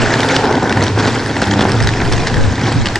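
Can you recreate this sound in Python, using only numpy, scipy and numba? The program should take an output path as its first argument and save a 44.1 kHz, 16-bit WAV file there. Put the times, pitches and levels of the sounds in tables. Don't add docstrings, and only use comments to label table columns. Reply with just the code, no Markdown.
import sys
import numpy as np
from scipy import signal
from scipy.fft import rfft, irfft, next_fast_len
from scipy.io import wavfile
from scipy.ndimage import uniform_filter1d
from numba import njit

SR = 44100
rng = np.random.default_rng(int(sys.argv[2]) if len(sys.argv) > 2 else 0)


def nominal_scale(level):
    x = np.asarray(level, float) / 20
    return 10 ** x


def digitize_waveform(pressure):
    field = np.atleast_2d(pressure).T
    bounded = np.clip(field, -1, 1)
    quanta = np.round(bounded * 32767).astype(np.int16)
    wavfile.write(sys.argv[1], SR, quanta)


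N = 131859


def unit(x):
    return x / np.sqrt(np.mean(x ** 2))


def even(x):
    window_s, share = .065, .7
    power = uniform_filter1d(x ** 2, size=int(window_s * SR)) + 1e-12
    return unit(x / power ** (share / 2))


def curve(table, column=1):
    table = np.array(table)
    return np.interp(np.arange(N) / SR, table[:, 0], table[:, column])


def walk(rate):
    hold = int(SR / rate)
    steps = np.repeat(rng.standard_normal(N // hold + 1), hold)
    return unit(uniform_filter1d(uniform_filter1d(steps, hold), hold)[:N])


def clicks(rate, spread_db):
    when, sign, size = rng.random((3, N))
    return (when < rate / SR) * np.sign(sign - .5) * nominal_scale(-spread_db * np.log(size + 4e-3))


@njit
def svf(x, hz, width):
    y, band, low = np.empty(len(x)), 0., 0.
    for i in range(len(x)):
        g, k = np.tan(np.pi * hz[i] / SR), width / hz[i]
        v = (band + g * (x[i] - low)) / (1 + g * (g + k))
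        band, low, y[i] = 2 * v - band, low + 2 * g * v, k * v
    return y


def colour(x, points):
    hz, db = np.array(points).T
    size = next_fast_len(N)
    log_hz = np.log(np.arange(size // 2 + 1) * SR / size + 1)
    return irfft(rfft(x, size) * nominal_scale(np.interp(log_hz, np.log(hz), db)), size)[..., :N]


# time in seconds, scrape level in dB, grit in dB relative to the scrape.
LOAD = [(0, -15, -2), (.17, -16.5, -4), (.32, -13.5, -3.5), (.5, -14, -11.5), (.68, -14.5, -10.5),
        (.87, -16.5, -5.5), (.95, -22.5, -5.5), (.99, -15, -5.5), (1.1, -17, -4), (1.28, -20.5, -4),
        (1.5, -18, -4.5), (1.63, -16.5, -7), (1.9, -20.5, -2.5), (2.38, -19.5, -4.5), (2.55, -22, -3),
        (2.69, -17.5, -2.5), (2.8, -24, -3), (2.99, -21.5, -3)]
# frequency in Hz, spectrum level in dB per Hz.
GRIT_COLOUR = [(600, -29), (1000, -1), (1810, 0), (2740, -7.5), (5120, -10), (6840, -16), (8880, -23),
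               (11500, -9)]


def scrape():
    rough = nominal_scale(.8 * walk(14) + 2.44 * walk(45.69))
    bumps = clicks(2500, 3.5) * rough
    planks = unit(boards(bumps))
    slips = unit(frame(-np.abs(clicks(400, 1.5)) * rough))
    grit = grit_crackle(rough)
    grit_level = nominal_scale(curve(LOAD, column=2))
    return nominal_scale(curve(LOAD)) * (even(planks + nominal_scale(-4) * slips) + grit_level * even(colour(grit, GRIT_COLOUR)))


def grit_crackle(rough):
    grit = rng.standard_normal(N) * nominal_scale(0.95 * walk(20))
    busy = nominal_scale(2.9 * walk(34.94))
    for hz in 1700 * 1.327 ** np.arange(7):
        cluster = rough * busy * nominal_scale(1.24 * walk(25.8))
        grain_hz = hz * (1 + 0.095 * walk(60))
        ticks = clicks(1300 / 7, 3.3) * cluster
        grains = svf(svf(ticks, grain_hz, hz / 5), grain_hz, hz / 4)
        grit = grit + nominal_scale(-14.5) * unit(ticks)
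        grit = grit + nominal_scale(-2) * unit(grains) * np.sqrt(hz / SR)
    return grit


# frequency in Hz, bandwidth in Hz, level in dB.
BOARD_MODES = [(149.5, 19.5, -7.5), (227, 21.5, -1.5), (274.6, 53, 0.5), (409, 75, -0.5), (501.4, 64, -2.5),
               (607, 152, -4), (788, 153, -0.5), (943, 102, -5.5), (1463, 124, -4.5), (1666, 570, -6.5)]


def boards(push):
    out = np.zeros(N)
    for k, (hz, width_hz, db) in enumerate(BOARD_MODES):
        level = (-1) ** k * nominal_scale(db + 1.62 * walk(9.19))
        pitch = hz * (1 + 0.036 * walk(3.83))
        out += level * even(svf(push, pitch, 1. * width_hz))
    return out


# frequency in Hz, bandwidth in Hz, level in dB.
FRAME_MODES = [(305, 298, 6), (752, 260, -3), (1500, 490, -20.5)]


def frame(push):
    still, slip_s = np.ones(N), .0005
    soft_edge = signal.windows.hann(int(slip_s * SR)) * 2 / (slip_s * SR)
    push = np.convolve(push, soft_edge)[:N]
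    return sum(nominal_scale(db) * svf(push, hz * still, 1. * width_hz) * SR / (2 * np.pi * width_hz)
               for hz, width_hz, db in FRAME_MODES)


# time in seconds, pitch in Hz, level in dB, overtones in dB relative to that level.
DECK_CHATTER = [(0, 117.5, -20.5, -1), (.5, 105.2, -27, -25), (.72, 105.2, -23, -12), (.8, 105, -15.5, -22),
                (.86, 107.7, -19, -4), (.93, 110.1, -17.5, -21), (1.02, 112, -22, -19),
                (1.15, 111.6, -22.5, -12), (1.3, 105.2, -24.5, -7), (1.52, 108, -18.5, -1),
                (1.64, 108.4, -22, 5), (1.75, 106.7, -16.5, -5.5), (1.97, 110.4, -18.5, -14.5),
                (2.25, 118.2, -24, -11.5), (2.47, 99.86, -17, -13.5), (2.7, 115, -17.5, -7.5),
                (2.99, 95, -27, -15)]


def deck():
    hz = curve(DECK_CHATTER)
    phase = 2 * np.pi * np.cumsum(hz * (1 + 0.05884 * walk(40))) / SR
    over = sum(nominal_scale(3.0 * walk(14)) * np.sin(k * phase + k * k) / (k - 1) for k in (2, 3, 4))
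    fundamental = nominal_scale(1.5 * walk(20)) * np.sin(phase)
    hum = np.sqrt(2) * (fundamental + nominal_scale(curve(DECK_CHATTER, column=3)) * over)
    blur = even(svf(svf(rng.standard_normal(N), hz, 51.0), hz, 127.0))
    return nominal_scale(curve(DECK_CHATTER, column=2) - 2) * (hum + nominal_scale(0.5) * blur)


# start in
# seconds, peak in dB, ring in Hz, tap on the runner in dB relative to the peak.
CAUGHT_STONES = [(0.061, -15, 3160, 9), (0.1394, -10, 4340, 5), (0.2042, -4, 3160, -14),
                 (0.232, -6, 3580, -12), (0.288, -5.5, 3460, -5), (0.3434, -14, 2940, 3),
                 (0.3637, 3.5, 2940, -22), (0.5255, -9, 3970, -6), (0.6945, -8.5, 3530, -5),
                 (0.7247, -4.5, 2650, -3), (0.825, -7, 4330, -6), (0.8664, -8.5, 3240, -8),
                 (1.0943, -19, 3660, 2), (1.261, -13.5, 5050, 4), (1.3118, -16, 4040, -12),
                 (1.4176, -7.5, 5170, 2.5), (1.4702, -12, 3200, -16), (1.511, -7, 3180, -21),
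                 (1.5946, -10, 3160, -6), (1.6077, -4.5, 3380, -4), (1.6944, -14, 5200, 1),
                 (1.7183, -7, 5330, -18), (1.803, -9, 3640, 0), (1.825, -9, 5000, -10),
                 (1.8722, -2, 3930, -6.5), (1.8893, -8, 3700, -0.5), (1.937, -10, 2500, -14),
                 (2.1239, -5.5, 5350, -8.5), (2.2703, -7.5, 4010, 0)]
MORE_STONES = [
    (1.8365, -12, 5170, -2),
    (2.017, -14.5, 3470, 3),
    (2.3415, -10.5, 3210, 0),
    (2.5553, -15, 3550, -7),
    (2.8572, -5, 2870, -17),
    (2.8698, -5.5, 2980, -8.5),
    (2.8853, -9, 4330, -27),
    (2.9569, -4.5, 4930, 0.5),
]
FURTHER_STONES = [(.1052, -18, 5000, -5), (.19, -16, 5500, -4), (0.4544, -13, 3160, -6),
                  (0.5095, -17, 5900, -7), (.5531, -11.5, 3320, -14), (0.63, -16, 7440, -14),
                  (.6754, -16, 3180, -6), (0.773, -15.5, 4500, 7.5), (.838, -6.5, 5730, -17),
                  (0.8803, -8.5, 3630, -9), (0.9885, -10, 3260, -9), (1.028, -16, 2970, -2),
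                  (1.0503, -11, 4100, -6), (1.3658, -15, 4200, 2.5), (1.3972, -16, 3870, -4),
                  (1.537, -6.5, 3080, -14), (1.685, -21, 4900, 3), (1.8445, -12, 5300, -7),
                  (2.0514, -14.5, 3000, -3), (2.1794, -11.5, 2790, -5), (2.2992, -18, 3500, 1),
                  (2.369, -17, 3500, 3), (2.6367, -16, 3220, -2)]
# centre in seconds, level in dB.
STONE_CRUNCHES = [(0.062, -24.5), (.145, -20), (0.356, -17.5), (0.838, -25), (0.999, -20.5), (1.075, -19.5),
                  (1.425, -19.5), (1.619, -19.5), (2.127, -21), (2.278, -17), (2.688, -32), (2.867, -18)]
# start in seconds, peak in dB.
RUNNER_SNAGS = [(0.197, -1), (0.439, 2), (0.493, -1.5), (0.772, 0), (0.976, 2.5), (0.996, -3), (1.057, 1.5),
                (1.078, 4), (1.423, 4), (1.567, -12), (1.593, 7.5), (1.612, 7), (1.652, 9), (1.658, -4),
                (2.676, -5.5), (.512, 4), (.628, -2), (1.637, -3), (1.678, -8), (.042, -8), (0.128, -5),
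                (.23, -3), (.689, -9), (1.038, -11), (1.369, -5), (1.405, -9), (2.02, -2.5), (2.115, -4),
                (2.719, -4)]
# frequency in Hz, spectrum level in dB per Hz.
CRACK_COLOUR = [(1000, -0.5), (1700, 2.5), (2500, -5.5), (3300, -1.5), (5000, -2.5), (7000, -14),
                (9000, -14.5), (14000, -24)]


def stones():
    stone_s, ring_s, runner_hz, runner_s, crunch_s = 0.0013, 0.00075, 1713, 0.00097, 0.01
    t = np.arange(1024) / SR
    every = CAUGHT_STONES + MORE_STONES + FURTHER_STONES
    crack, ring, jolt = np.zeros((3, N + 4096))

    def swell_and_die(length):
        return t / length * np.exp(1 - t / length)

    def bell(hz, length):
        return np.sin(2 * np.pi * hz * t) * swell_and_die(length)

    for (s, db, hz, tap_db), noise in zip(every, rng.standard_normal((len(every), 1024))):
        at = slice(int(s * SR), int(s * SR) + 1024)
        crack[at] += nominal_scale(db - 10.0) * noise * swell_and_die(stone_s)
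        ring[at] += nominal_scale(db - 7.0) * bell(hz, ring_s)
        ring[at] += nominal_scale(db - 14) * bell(min(hz * 1.63, 9000), ring_s)
        ring[at] += nominal_scale(db + tap_db) * bell(runner_hz * (1 + 0.07 * noise[0]), runner_s)
    for s, db in RUNNER_SNAGS:
        jolt[int(s * SR) + 40] -= nominal_scale(db - 4.0)

    time = np.arange(N) / SR
    swell = sum(nominal_scale(db) * np.exp(-((time - s) / crunch_s) ** 2) for s, db in STONE_CRUNCHES)
    crunch = swell * unit(rng.standard_normal(N) * nominal_scale(2.7 * walk(400)))
    gain = 1 / np.std(colour(rng.standard_normal(N), CRACK_COLOUR))
    cracks = gain * colour(crack[:N] + crunch, CRACK_COLOUR)
    return cracks + ring[:N] + frame(jolt[:N] + nominal_scale(-23.5) * crunch)


def street(sled):
    decay_s = 0.13
    t = np.arange(8192) / SR
    tails = rng.standard_normal((2, 8192)) * np.exp(-t / decay_s) / np.sqrt(decay_s * SR / 2)
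    thin = colour(sled, [(100, -8), (500, -12), (2570, -1), (7000, 5)])
    return nominal_scale(-11.5) * signal.fftconvolve(thin[None], tails, axes=1)[:, :N]


# time in seconds, level in dB.
GUST_LEVELS = [(0, -22.5), (.07, -25), (.14, -52), (1.35, -49), (1.65, -42), (1.78, -29), (1.86, -17),
               (1.96, -44), (2.03, -20), (2.08, -25), (2.2, -12.5), (2.28, -39), (2.38, -14), (2.5, -23),
               (2.62, -76), (2.77, -16), (2.85, -26.5), (2.99, -33)]
# frequency in Hz, spectrum level in dB per Hz.
WIND_COLOUR = [(8.8, -43), (15, -28), (102, 3.5), (224, -13), (345, -20), (559, -31), (700, -40),
               (910, -69), (1540, -120)]


def wind():
    gust = curve(GUST_LEVELS)

    def buffeting():
        return unit(colour(rng.standard_normal(N), WIND_COLOUR)) * nominal_scale(gust + 5.5 * walk(13))

    both, apart = buffeting(), buffeting()
    rumble = unit(colour(rng.standard_normal(N), [(10, 12), (28, 4), (60, 11.5), (100, -34)]))
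    rumble = rumble * nominal_scale(2.9 * walk(7.05))
    slow_gust = uniform_filter1d(gust, size=8000)
    rumble = nominal_scale(-3.5) * rumble * (nominal_scale(-40) + nominal_scale(slow_gust + 4.5))
    return nominal_scale(-3) * both + rumble + apart * np.array([[1.2], [-1]])


def scene():
    port_lag_s = 1.5e-5
    sled = scrape() + deck() + stones()
    lag = port_lag_s * SR * np.gradient(sled) / 2
    return np.array([sled + lag, sled - lag]) + street(sled) + wind()


BRIGHT_MOMENTS = (.25, .74, 1.25, 1.47, 1.72, 2.1)
# start in seconds, level in dB.
TOP_OPENINGS = [
    (.7248, -29),
    (1.261, -21),
    (1.719, -26),
    (1.8725, -4),
    (2.124, -32),
    (2.957, -3),
]


def patches(x, low_hz, share):
    bright_s, opening_s, strip_hz = .07, 0.0032, 150
    size, t = next_fast_len(N), np.arange(N) / SR
    full, hz = rfft(x, size), np.arange(size // 2 + 1) * SR / size
    busy = sum(np.exp(-((t - s) / bright_s) ** 2) for s in BRIGHT_MOMENTS)
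    opened = sum(nominal_scale(db) * np.exp(-((t - s - opening_s / 2) / opening_s) ** 2) for s, db in TOP_OPENINGS)
    out = opened * irfft(full * (hz >= low_hz) * (hz < 15700), size)[:N]
    for edge_hz in np.arange(low_hz, 11200., strip_hz):
        chance = 1.5 * busy + walk(16)
        gate = 1. * (chance > np.quantile(chance, 1 - share))
        gate = uniform_filter1d(uniform_filter1d(gate, size=700), size=700)
        out = out + gate * irfft(full * (hz >= edge_hz) * (hz < edge_hz + strip_hz), size)[:N]
    return out


def band_limit(x):
    return signal.sosfilt(signal.butter(12, 15700, fs=SR, output="sos"), x)


def record(dry):
    ceiling = .96
    soft = ceiling * dry / (ceiling ** 4 + dry ** 4) ** (1 / 4)
    sides = []
    for x, (top_hz, patch_db, share) in zip(soft, [(8220, -7.5, .2), (9254, -9.5, .06)]):
        below = colour(x, [(top_hz * 0.99, 0), (top_hz, -4), (top_hz * 1.02, -110)])
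        sides.append(below + nominal_scale(patch_db) * patches(x, top_hz, share))
    return band_limit(np.array(sides))


dry = scene()
out = record(dry)
digitize_waveform(out)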